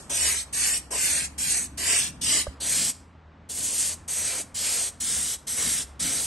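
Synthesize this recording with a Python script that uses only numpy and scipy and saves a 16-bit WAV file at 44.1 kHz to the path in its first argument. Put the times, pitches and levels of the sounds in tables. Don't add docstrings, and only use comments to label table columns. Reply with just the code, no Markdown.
import sys
import numpy as np
from scipy import signal
from scipy.fft import rfft, irfft, next_fast_len
from scipy.io import wavfile
from scipy.ndimage import uniform_filter1d, map_coordinates

SR = 44100
rng = np.random.default_rng(int(sys.argv[2]) if len(sys.argv) > 2 else 0)


def elevation(decibels):
    levels = np.asarray(decibels, float)
    return 10 ** (levels / 20)


def pcm_store(signal):
    levels = np.round(np.clip(np.atleast_2d(signal), -1, 1) * 32767)
    wavfile.write(sys.argv[1], SR, levels.astype(np.int16).T)


N = 276059
CLOSER_S = 2.55

# opens [t/s], loudest [t/s], closes [t/s], hiss at the loudest [level/dB],
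# softer at the start by [level/dB]
STROKES = [(0.094, 0.252, 0.41, -26.5, 7), (0.525, 0.644, 0.77, -25, 7), (0.905, 1.088, 1.249, -25.5, 10),
           (1.377, 1.492, 1.641, -27.5, 6), (1.772, 1.945, 2.075, -27, 7.5), (2.21, 2.36, 2.414, -24.5, 11),
           (2.6, 2.789, 2.901, -26, 10.5), (3.489, 3.81, 3.933, -28.5, 10.5), (4.077, 4.249, 4.415, -29, 4),
           (4.542, 4.661, 4.884, -28.5, 7.5), (5, 5.091, 5.346, -28.5, 2.5),
           (5.467, 5.64, 5.826, -28.5, 7.5), (5.993, 6.08, 6.262, -28.5, 3)]


def far_near(t, far, near):
    return np.where(t < CLOSER_S, far, near)


def unit(x):
    return x / np.sqrt(np.mean(x ** 2))


def along(points, hz, column=1):
    p = np.array(points, float)
    return np.interp(np.log(hz + 1e-9), np.log(p[:, 0]), p[:, column], left=p[0, column], right=p[-1, column])


def noise(points, channels=2):
    size = next_fast_len(N)
    hz = np.arange(size // 2 + 1) * SR / size
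    gain = elevation(along(points, hz)) * (hz > points[0][0]) * (hz < points[-1][0])
    spectrum = rfft(rng.standard_normal((channels, size)))
    return unit(irfft(spectrum * gain, size)[:, :N])


def shape(x, gain_at):
    size = next_fast_len(N + 4096)
    hz = np.arange(size // 2 + 1) * SR / size
    return irfft(rfft(x, size) * gain_at(hz), size)[..., :N]


def walk(rate):
    hold = int(SR / rate)
    steps = np.repeat(rng.standard_normal(N // hold + 1), hold)
    return 1.3 * uniform_filter1d(uniform_filter1d(steps, hold), hold)[:N]


def ring_down(age, t60):
    return np.exp(-np.log(1000) * age / t60)


def trigger(t):
    # splash [level/dB], hollow [level/dB], low puff [level/dB],
    # spit at the start [level/dB], draught [level/dB]
    aim = [(-7, -12.5, -22, 8, -22), (-9.5, -13, -22, 1, -30.5), (-8.5, -10.5, -22, 21, -23),
           (-9.5, -14, -24, 7.5, -20.5), (-6.5, -11, -21.5, 9, -27), (-4, -9.5, -21, -0.5, -23),
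           (-6.5, -16.5, -23.5, 11.5, -15), (-8.5, -17, -22, 5.5, -23), (-8, -15, -20, -2.5, -26.5),
           (-7.5, -15.5, -19.5, -6.5, -30.5), (-8, -16.5, -19, -3.5, -19.5), (-6.5, -14.5, -18, -4, -15),
           (-6, -13.5, -18.5, -2.5, -11.5)]
    opens, loudest, closes, top_db, start_db = np.transpose(STROKES)
    k = np.clip(np.searchsorted(opens, t) - 1, 0, None)
    age = t - opens[k]
    splash_db, hollow_db, puff_db, spit_db, draught_db = np.array(aim)[k].T

    before = np.clip((loudest[k] - t) / (loudest - opens)[k], 0, 1)
    after = np.clip((t - loudest[k]) / (closes - loudest)[k], 0, 1)
    swing_db = -start_db[k] * before ** 1.68 - far_near(t, 5.5, 4.5) * after ** 2.1

    attack_s, release_s, release_db = 0.0085, far_near(t, 0.034, 0.024), 15.5
    shut = np.clip((t - closes[k]) / release_s, 0, 1)
    valve = np.clip(age / attack_s, 0, 1) * (shut < 1)
    hiss_db = top_db[k] + swing_db - release_db * shut

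    hollow_db = hollow_db + 0.38 * swing_db
    spit_s = 0.072
    puff_db = puff_db + spit_db * np.exp(-(np.clip(age, 0, None) / spit_s) ** 2)
    return valve, hiss_db, splash_db, hollow_db, puff_db, draught_db


def town(t):
    # [f/Hz], density [level/dB per Hz]
    rumble = [(18, -12.5), (30, -6), (55, 3), (110, -4.5), (200, -9), (380, -11), (1100, -11.5),
              (2000, -18.5), (4000, -30), (8500, -46.5), (9500, -75.5)]
    valve, hiss_db, *_, draught_db = trigger(t)
    draught = uniform_filter1d(valve * elevation(hiss_db + draught_db), size=2000)
    traffic = elevation(far_near(t, -50, -55.5) + 2.4 * walk(6))
    low = noise([(80, -7.0), (110, 0.5), (280, 1), (380, -15.0)])
    low = low * np.hypot(traffic, draught) * elevation(-2.5 + 2.4 * walk(10))
    return noise(rumble) * elevation(-53 + 1.3 * walk(3.13)) + low


def engine(t):
    # [t/s], firing rate [f/Hz], [level/dB]
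    revs = [(0.0, 72.5, -61), (0.13, 73.4, -47), (0.449, 71.4, -50.5), (0.56, 62.26, -50),
            (0.92, 65.4, -50), (1.06, 71.7, -55), (1.24, 66.73, -48), (2.35, 74.1, -48.5), (2.7, 66.8, -50),
            (2.94, 88.05, -59), (3.05, 79.37, -53), (4.93, 85.2, -55), (5.27, 65.6, -53), (5.4, 69, -59),
            (5.739, 65.9, -50), (6.26, 72.3, -52)]
    s, *columns = np.transpose(revs)
    hz, db = (np.interp(t, s, c) for c in columns)
    pulling = (t > 2.95) & (t < 5.0)
    rough = np.where(pulling, 0.45, 1)
    phase = 2 * np.pi * np.cumsum(hz * (1 + 0.0344 * rough * walk(20))) / SR
    first_db = db - 0.53 * rough + 2.2 * rough * walk(20) + 2.6 * walk(38)
    second_db = db + np.where(pulling, -11, -13.5) + 1.3 * walk(11) + 2.5 * walk(4.3)
    return np.sqrt(2) * (elevation(first_db) * np.sin(phase) + elevation(second_db) * np.sin(2 * phase))


def earlier_stroke(t):
    fade = (0.0, 0.058, -44.5)
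    start, decay, db = fade
    colour = [(400, 1), (2000, -13), (5000, -11), (8500, -1.5), (11500, -10.5)]
    return noise(colour) * elevation(db) * np.exp(-(t - start) / decay)


def knock(t):
    # [f/Hz], [level/dB], t60 [t/s], late by [t/s]
    modes = [
        (576, -19.5, 0.028, 0.0012),
        (1190, -29.5, 0.018, 0.0),
        (1600, -36, 0.024, 0.0045),
        (65.4, -25, 0.1, 0.0115),
    ]
    knock_s, rise_s = 2.4672, 0.00098
    out = np.zeros(N)
    for hz, db, t60, late in modes:
        age = np.clip(t - knock_s - late, 0, None)
        rise = 1 - np.exp(-age / rise_s)
        out += elevation(db) * rise * ring_down(age, t60) * np.sin(2 * np.pi * hz * age)
    return out


def room(x):
    # [f/Hz], t60 [t/s]
    room_t60 = [(300, 0.68), (2000, 0.35), (6000, 0.36), (12000, 0.22)]
    size = int(0.6 * SR)
    t = np.arange(size) / SR
    tail = 0
    for hz in 125 * 2 ** np.arange(8):
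        edges = [hz / np.sqrt(2), min(hz * np.sqrt(2), SR * .49)]
        sos = signal.butter(2, edges, "band", fs=SR, output="sos")
        decay = ring_down(t, along(room_t60, hz)) * np.clip(t / 0.011, 0, 1)
        tail = tail + signal.sosfilt(sos, rng.standard_normal((2, size))) * decay
    tail /= np.sqrt(np.sum(tail ** 2, axis=1, keepdims=True))
    return signal.fftconvolve(x[None], tail, axes=1)[:, :N]


def shell(x):
    # delay [t/ms], wander [t/ms], gain [1]
    echoes = [
        (0.422, 0.05, 0.4),
        (1.151, 0.12, 0.33),
        (2.9, 0.3, 0.38),
    ]
    at = np.arange(N)
    mid, unlike = x[0].copy(), 0.41 * x[1]
    weight = far_near(at / SR, 1, 0.45)
    for k, (delay_ms, wander_ms, gain) in enumerate(echoes):
        lag = np.clip(delay_ms + wander_ms * walk(4), 0.05, 9) * SR / 1000
        echo = map_coordinates(x[0], [at - lag], order=3)
        mid += gain * weight * echo
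        unlike += (-1) ** (k + 1) * 0.36 * echo
    echo_power = weight ** 2 * sum(gain ** 2 for _, _, gain in echoes)
    return np.array([mid / np.sqrt(1 + echo_power), unlike])


def jet(t):
    # [f/Hz], density [level/dB per Hz]
    nozzle = [(4500, -36.5), (5800, -5), (7000, -5), (8400, 0), (9400, -0.5), (10200, -2), (11200, -3.5),
              (11900, -16.5), (13000, -26), (15000, -19.5), (16000, -34), (16900, -44)]
    splash = [(2500, -20), (3000, -3), (3800, -4.5), (4700, -2.5), (5500, -2.5), (6200, -18.5)]
    hollow = [(1000, -17.5), (1300, -6.5), (1650, -6), (2100, -2.5), (2400, -3), (2750, -4), (3200, -11.5)]
    puff = [(120, -22), (250, -6), (360, -3.5), (480, 5.5), (800, -1.5), (1200, -2.5), (1700, -10.5)]
    valve, hiss_db, splash_db, hollow_db, puff_db, _ = trigger(t)
    eddy_db = 0.88 * walk(24.95)
    out = noise(nozzle) * elevation(3.0 + 0.62 * walk(150) + 0.79 * walk(40))
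    out += noise(splash) * elevation(splash_db + 1.14 * walk(30) + 1.2 * walk(9))
    out += noise(hollow) * elevation(hollow_db + 2.0 + 1.05 * walk(18) + 0.95 * walk(8))
    out += noise(puff) * elevation(puff_db + 1.4 + 1.23 * walk(30) + 2.46 * walk(9))
    return out * uniform_filter1d(valve, size=90) * elevation(hiss_db + eddy_db)


def two_ports(t, mid, unlike):
    # [f/Hz], left leads by [half turns]
    port_phase = [(600, 0.0), (1300, -0.15), (2800, 0.18), (4700, 0.05), (8600, 0.05), (9000, 0.5),
                  (9600, 0.72), (10100, 1.0), (11000, 1.4), (11500, 1.85), (12700, 2.1), (13200, 2.6),
                  (14300, 3.05), (15000, 3.55), (16000, 4.0)]
    # [f/Hz], side far [level/dB], side near [level/dB]
    width = [(59.4, -15.5, -19), (200, -14, -17.5), (700, -6, -6.5), (1300, -6, -5), (2400, -2.5, -14),
             (4360, 1.5, -16), (8500, -4.5, -16.5), (9100, -27, -27.5)]

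    def lead(hz):
        return np.exp(.5j * np.pi * along(port_phase, hz))

    far = t < CLOSER_S
    side = shape(unlike * far, lambda hz: elevation(along(width, hz, column=1)))
    side = side + shape(unlike * ~far, lambda hz: elevation(along(width, hz, column=2)))
    left = shape(mid, lead) + side
    right = shape(mid, lambda hz: np.conj(lead(hz))) - side
    pan_db = 0.2 * far
    return np.array([left * elevation(pan_db / 2), right * elevation(-pan_db / 2)])


def scene():
    t = np.arange(N) / SR
    spray, tap = shell(jet(t)), knock(t)
    tail = elevation(-16) * room(spray[0] + 0.33 * tap)
    mid, unlike = spray + tail + earlier_stroke(t) + town(t)
    tap_pan = elevation(np.array([[-1.5], [1.5]]))
    return two_ports(t, mid, unlike) + tap * tap_pan + engine(t)


def thin_out(dry):
    # from [f/Hz], mid far [1], mid near [1], side far [1], side near [1]
    emptied = [(0, 0, 0, .1, .4), (300, 0, 0, .1, .62), (2000, .07, .01, .35, .97),
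               (3400, .11, .03, .38, .99), (4600, .05, .03, .5, .995), (6900, .04, .025, .3, .995),
               (8300, 0, .01, .3, .97), (8900, 0, .04, .03, .03), (9650, .96, .88, 0, 0),
               (10550, .6, .66, .05, .05), (11150, .42, .38, .93, .95), (11900, .84, .3, 1, 1),
               (12900, .7, .15, .3, .3), (13500, 1, .97, .05, .03), (14550, .92, .88, .15, .15),
               (15050, .8, .55, .97, .97), (15750, 1, 1, 1, 1)]
    mid_side = np.array([dry[0] + dry[1], dry[0] - dry[1]]) / 2
    hz, s, z = signal.stft(mid_side, SR, nperseg=1024)
    table = np.array(emptied)[np.searchsorted(np.array(emptied)[:, 0], hz, side="right") - 1]
    share = np.array([far_near(s, table[:, [k]], table[:, [k + 1]]) for k in (1, 3)])

    band = np.unique(np.floor(11 * np.log(1 + hz / 900) + hz / 900), return_inverse=True)[1]
    bands = band.max() + 1
    draws = np.repeat(rng.standard_normal((2, bands, len(s))), 2, axis=2)[..., :len(s)]
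    chance = uniform_filter1d(draws, size=5) / np.sqrt(2)

    power = np.add.reduceat(np.abs(z) ** 2, np.searchsorted(band, np.arange(bands)), axis=1)
    relief = np.log(power + 1e-14)
    chance += 0.25 * uniform_filter1d(relief - uniform_filter1d(relief, size=7, axis=1), size=5)
    rank = chance.argsort().argsort() / len(s)

    opens, _, closes, *_ = np.transpose(STROKES)
    attack = np.abs(s[:, None] - opens).min(axis=1) < 0.009
    closing = np.abs(s[:, None] - closes - 0.012).min(axis=1) < 0.012
    shutting = closing & (hz[:, None] < 13500)
    relax = np.where(shutting, np.array([.5, .88])[:, None, None], 1)
    keep = (rank[:, band] >= share * relax) | attack
    mid, side = signal.istft(z * keep, SR, nperseg=1024)[1][:, :N]
    return np.array([mid + side, mid - side])


def band_limit(x):
    return signal.sosfilt(signal.butter(12, 16820, fs=SR, output="sos"), x)


def record(dry):
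    return band_limit(thin_out(dry))


dry = scene()
out = record(dry)
pcm_store(out)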